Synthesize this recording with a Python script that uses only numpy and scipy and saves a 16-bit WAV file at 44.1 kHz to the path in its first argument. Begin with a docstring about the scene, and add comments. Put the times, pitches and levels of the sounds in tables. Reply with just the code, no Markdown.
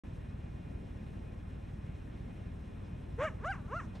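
"""Low rumble and the hiss of open air come first, with something far off, probably a helicopter rotor:
each blade sends a push and a suction, about 19 thuds a second, beside a faint whine of several tones.
Three seconds in, a coyote on a snowy ridge, straight ahead of the stereo microphone, gives three short
yips, the first a rasping bark. Each is an arch of pitch, its harmonics shaped by throat and mouth.
A small scuff, likely on snow, sounds near the microphone at the end."""
import sys
import numpy as np
from scipy import signal
from scipy.fft import rfft, irfft
from scipy.io import wavfile
from scipy.ndimage import uniform_filter1d

SR = 44100
rng = np.random.default_rng(int(sys.argv[2]) if len(sys.argv) > 2 else 0)


def file_out(sig):
    """Save sig as 16-bit WAV at sys.argv[1]."""
    # one column per channel
    cols = np.atleast_2d(sig).T
    # limit, then scale
    lim = np.clip(cols, -1, 1)
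    pcm = np.round(lim * 32767).astype(np.int16)
    wavfile.write(sys.argv[1], SR, pcm)


N = 176400
BIN_HZ = np.arange(N // 2 + 1) * SR / N


def undb(db):
    """Decibels to gain."""
    return 10 ** (np.asarray(db) / 20)


def unit(x):
    """Scale to an rms of 1."""
    return x / np.sqrt(np.mean(x ** 2))


def gain_at(hz, curve):
    """Gain of a (frequency [Hz], level [dB]) curve on a log-frequency axis."""
    curve_hz, db = np.array(curve, float).T
    return undb(np.interp(np.log(np.maximum(hz, 1)), np.log(curve_hz), db))


def lowpass(hz):
    """Gain per frequency bin, falling away above hz."""
    return 1 / (1 + (BIN_HZ / hz) ** 4)


def noise(colour):
    """Noise of the given colour, rms 1."""
    return unit(irfft(rfft(rng.standard_normal(N)) * gain_at(BIN_HZ, colour), N))


def drift(hz):
    """Smooth random motion up to about this rate, rms 1."""
    return unit(irfft(rfft(rng.standard_normal(N)) * lowpass(hz), N))


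def flutter(t, per_s):
    """Random values at a given rate, joined by straight lines."""
    return np.interp((t - t[0]) * per_s, np.arange(256), rng.standard_normal(256))


# Open air at the microphone, common to both sides and differing (frequency [Hz], relative level [dB])
AIR_COMMON = [(22, -28.5), (60, 1), (110, -1.5), (190, -0.5), (260, -6.5), (350, -14.5), (500, -19.5),
              (800, -25), (1200, -29.5), (1650, -29.5), (2200, -32), (2550, -33), (3300, -37.5),
              (4150, -41), (4600, -51), (5300, -43.5), (7000, -50.5), (9000, -48), (10200, -65.5),
              (11400, -51.5), (12600, -68)]
AIR_DIFFERENCE = [(22, -12), (55, 2.5), (160, -3.5), (260, -1), (400, -4), (620, -5), (900, -13),
                  (1400, -16), (2200, -31), (2650, -29), (3400, -30.5), (4600, -49), (8400, -75),
                  (9700, -31.5), (11000, -42), (12000, -48)]


def open_air():
    """Distant rumble and hiss in octave bands that swell together; the upper ones also flicker alone."""
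    mid = rfft(noise(AIR_COMMON)) * undb(-47)
    side = rfft(noise(AIR_DIFFERENCE)) * undb(-56.5)
    mid += side * .51 * lowpass(603)  # low wind noise is stronger at the left microphone port
    ports = np.array([mid + side, mid - side])
    swell_db = .37 * drift(hz=1)
    octave = np.log2(np.maximum(BIN_HZ, 20) / 20)
    out = 0
    for k in range(11):
        band = irfft(ports * np.maximum(1 - abs(octave - k), 0), N)
        flicker_db = (1.2 if k >= 5 else 0) * drift(hz=18.4)
        out += band * undb(swell_db + flicker_db)
    return out


def rotor(t):
    """Far off, each blade makes a push, then a suction; the air on the way varies strength and arrival."""
    blade_hz, scatter_db = 19.277, 2
    push_lead_s, push_s, suction_s = .0048, .0017, .0021
    late_s = .0009 * drift(hz=1)
    thuds = np.zeros(N)
    for when in np.arange(.0334, t[-1], 1 / blade_hz):
        push, suction = undb(scatter_db * rng.standard_normal(2))
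        near = slice(max(int((when - 1 / blade_hz) * SR), 0), int((when + 1 / blade_hz) * SR))
        age = t[near] - when - late_s[int(when * SR)]
        thuds[near] += .84 * push * np.exp(-.5 * ((age + push_lead_s) / push_s) ** 2)
        thuds[near] -= suction * np.exp(-.5 * (age / suction_s) ** 2)
    echo = .4 * np.exp(-2j * np.pi * BIN_HZ * .02157)  # about 22 ms behind
    low_cut = 1 - lowpass(29.4)
    return undb(-35.5) * irfft(rfft(thuds) * (1 + echo) * low_cut, N)


# Tones of the whine in the distance (frequency [Hz], level [dB])
WHINE_TONES = [(1040, -78), (1733, -81.5), (1873, -81.5), (2148, -81.5), (2466, -77.5), (2757, -83.5),
               (3368, -89.5)]


def whine():
    """Faint high tones far away, each wavering in pitch and level."""
    out = 0
    for hz, db in WHINE_TONES:
        phase = 2 * np.pi * np.cumsum(hz * (1 + .00784 * drift(hz=34.7))) / SR
        fade_db = 3 * drift(hz=16)
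        out += undb(db) * unit(np.sin(phase) * undb(fade_db))
    return out


# Resonances of the coyote's throat and mouth (frequency [Hz], gain [dB])
THROAT_RESONANCES = [(400, 11), (750, -3), (1080, 4), (1520, -2), (1680, -1.5), (1900, -11), (2300, -13),
                     (2550, -19.5), (2930, -17), (3300, -40), (4100, -27), (5000, -32.5), (6000, -38),
                     (8800, -39.5), (10000, -54)]


def mouth_gain(hz, pitch_hz, bright_db, top_db):
    """An opening mouth lifts a band of overtones; as the pitch sinks it closes, leaving one resonance."""
    lift_db = bright_db * np.interp(hz, (1480, 1850, 3200, 3930), (0, 1, 1, 0))
    shelf_db = top_db * np.interp(hz, (3200, 3930), (0, 1))
    closed = np.interp(pitch_hz, (372, 470), (1, 0))
    closed_db = -4.5 * closed * abs(np.log2(hz / 1250))
    return gain_at(hz, THROAT_RESONANCES) * undb(lift_db + shelf_db + closed_db)


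# Breath in the call, hiss through the open jaws, sharper forced hiss (frequency [Hz], relative level [dB])
BREATH_COLOUR = [(300, -11), (800, 1), (1150, -3.5), (1700, -1.5), (2000, -12.5), (2900, -12), (3400, -12),
                 (3750, -30), (4200, -29), (4700, -40), (7000, -45)]
JAW_HISS = [(3000, -35), (4800, -14.5), (5900, 3.5), (7000, -6), (9000, -7), (10300, -25), (12000, -23)]
FORCED_HISS = [(5000, -32), (6500, 0), (7400, 2), (8800, -13), (9600, -15), (10200, -28), (11500, -17)]
# Where a call, at its peak, breaks into strong-weak cycles (start [s], end [s], share [0-1])
PERIOD_DOUBLING = [(3.228, 3.263, 0.9), (3.488, 3.514, 0.01)]


def yip(t, contour, top_db):
    """One call: harmonics shaped by the mouth; rasp makes cycles uneven and adds breath; hiss on top."""
    def glide(x):
        """Smooth over 2 ms."""
        return uniform_filter1d(x, int(.002 * SR))

    times, *columns = np.array(contour, float).T
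    pitch_hz, base_db, over_db, bright_db, rasp, hiss_db = (glide(np.interp(t, times, c)) for c in columns)
    gate = glide(1. * ((t > times[0]) & (t < times[-1])))
    jitter = .00236 * drift(hz=121)
    phase = 2 * np.pi * np.cumsum(pitch_hz * (1 + jitter)) / SR
    uneven_rad = 1.3 * rasp * np.tanh(drift(hz=200))
    doubling = glide(sum(share * ((t > start) & (t < end)) for start, end, share in PERIOD_DOUBLING))
    puffs = (1 + .81 * np.cos(phase / 2)) * (1 + .5 * np.cos(phase))  # stronger on every other cycle
    breath = noise(BREATH_COLOUR) * puffs * (undb(-35) + rasp * undb(-2.5))
    force = undb(hiss_db + 65)  # the sharper hiss takes over above -65 dB
    hiss = undb(hiss_db) * (noise(JAW_HISS) + force * noise(FORCED_HISS))
    on, overtones = gate > 1 / SR, np.zeros(N)
    for k in np.arange(2, 16, .5):
        hz = k * pitch_hz[on]
        # strong-weak cycles move the energy of the upper overtones to the half lines between them
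        share = 1 if k == 2 else doubling[on] if k % 1 else 1 - doubling[on]
        gain = mouth_gain(hz, pitch_hz[on], bright_db[on], top_db) * np.sqrt(abs(share))
        shimmer_db = 8.5 * np.minimum(hz / 3000, 1) ** 2 * np.tanh(flutter(t[on], per_s=54.3))
        # the highest overtones dissolve into hiss
        blur_rad = .89 * np.interp(hz, (2200, 5500), (0, 1)) * flutter(t[on], per_s=230)
        rasp_rad = min(k - 1, 2.5) * uneven_rad[on]
        overtones[on] += gain * undb(shimmer_db) * np.sin(k * phase[on] + rasp_rad + blur_rad)
    voiced = np.sqrt(2) * (undb(base_db) * np.sin(phase) + undb(over_db) * overtones)
    return gate * (voiced + undb(over_db) * breath + hiss)


# The three calls from the ridge (time [s], pitch [Hz], fundamental level [dB],
# overtone level before throat and mouth [dB], brightness [dB], rasp [0-1], jaw hiss level [dB])
BARK_CONTOUR = [(3.173, 410, -64.5, -83, 6, .5, -95), (3.188, 458.3, -38.5, -56, 5, 1, -75),
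                (3.21, 546.5, -36.5, -43.5, 1, 0.57, -69.5), (3.225, 584, -33, -43.5, 8.5, 1, -68),
                (3.242, 629, -34.5, -44, 3.5, 0.87, -64), (3.256, 638, -34.5, -39.5, 2.5, 0.02, -68),
                (3.269, 615, -43.5, -40.5, 3, 0.2, -70), (3.284, 558, -47.5, -49, 9.5, 0.2, -71),
                (3.298, 456, -62, -61.5, 3, .12, -75), (3.335, 336, -75, -74, 11, .1, -87)]
HIGH_YIP_CONTOUR = [(3.397, 319, -77, -74, -4, 0.052, -95), (3.432, 421, -52.5, -58.5, 5, .1, -88),
                    (3.447, 542, -46.5, -43, -6, 0.28, -76), (3.46, 638.6, -40, -43, -5, .06, -67),
                    (3.476, 694.4, -42, -39, 1, .05, -67), (3.49, 761, -40, -38, -2.5, .04, -79),
                    (3.504, 792, -37, -34, -9, .04, -77), (3.512, 804, -41, -30.5, -16, .04, -80),
                    (3.53, 675.5, -59, -48, 9.5, .04, -72), (3.55, 522.5, -69, -53.5, -3, .06, -73),
                    (3.559, 401.5, -61, -58, 7, 0.066, -80), (3.598, 300.3, -70, -64, -7, .06, -84),
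                    (3.63, 278, -69, -75, -1, .06, -93), (3.667, 298, -72, -66, -1, .06, -84)]
LAST_YIP_CONTOUR = [(3.676, 318.2, -75, -65, -7, .046, -80), (3.691, 353.6, -67, -58.5, -21, 0.055, -82),
                    (3.714, 439.6, -46.5, -54, 2, 0.073, -79), (3.732, 531, -45.5, -41, -9, 0.031, -77),
                    (3.75, 634.4, -43, -42.5, -8, .033, -73), (3.769, 693, -51, -38, -8, 0.027, -73),
                    (3.782, 716, -55, -40.5, -13, .03, -75), (3.801, 614, -66, -46, 8, .033, -72),
                    (3.812, 508, -56, -54.5, -1, .06, -74), (3.824, 386, -70, -59, 5, .06, -72),
                    (3.842, 335, -81, -59.5, -3, .06, -74), (3.865, 286, -76, -75, 0, .06, -80)]


def coyote(t):
    """Three yips from straight ahead of the microphone, with a faint tail scattered off the snowy slope."""
    slope_db, slope_t60_s, slope_delay_s, right_lag_s = -20, .3, .01, .00002
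    voice = yip(t, BARK_CONTOUR, top_db=-8)
    voice += yip(t, HIGH_YIP_CONTOUR, top_db=-6.5)
    voice += yip(t, LAST_YIP_CONTOUR, top_db=-13)
    tail = rng.standard_normal(N) * undb(-60 * t / slope_t60_s) * (t > slope_delay_s)
    left = voice + undb(slope_db) * signal.fftconvolve(voice, tail / np.linalg.norm(tail))[:N]
    right = irfft(rfft(left) * np.exp(-2j * np.pi * BIN_HZ * right_lag_s), N)
    return np.array([left, right])


# Colour of the scuff near the microphone (frequency [Hz], relative level [dB])
SCUFF_COLOUR = [(200, -6), (700, 3), (1400, -15), (2800, -15), (4000, -14.5), (5500, -22), (9000, -32),
                (11000, -55)]


def scuff(t):
    """A brief soft crunch close by, likely on snow: noise that rises fast and dies away."""
    peak_s, attack_s, decay_s = 3.956, .0065, .022
    age = t - peak_s
    envelope = np.exp(-np.maximum(-age / attack_s, age / decay_s))
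    return undb(-52.5) * noise(SCUFF_COLOUR) * envelope


def scene():
    """Rotor, whine and open air in the distance, the coyote ahead, the scuff close by."""
    t = np.arange(N) / SR
    balance = undb([[-.115], [.115]])  # left, right
    distance = (rotor(t) + whine() + open_air()) * balance
    return distance + coyote(t) + scuff(t)


def record(dry):
    """The microphone opens after a moment; the top is cut steeply."""
    opens_s, top_hz = .036, 12600
    fade_in = np.clip((np.arange(N) / SR - opens_s) / .002, 0, 1)
    return signal.sosfilt(signal.ellip(8, .2, 70, top_hz, fs=SR, output="sos"), dry * fade_in)


dry = scene()
out = record(dry)
file_out(out)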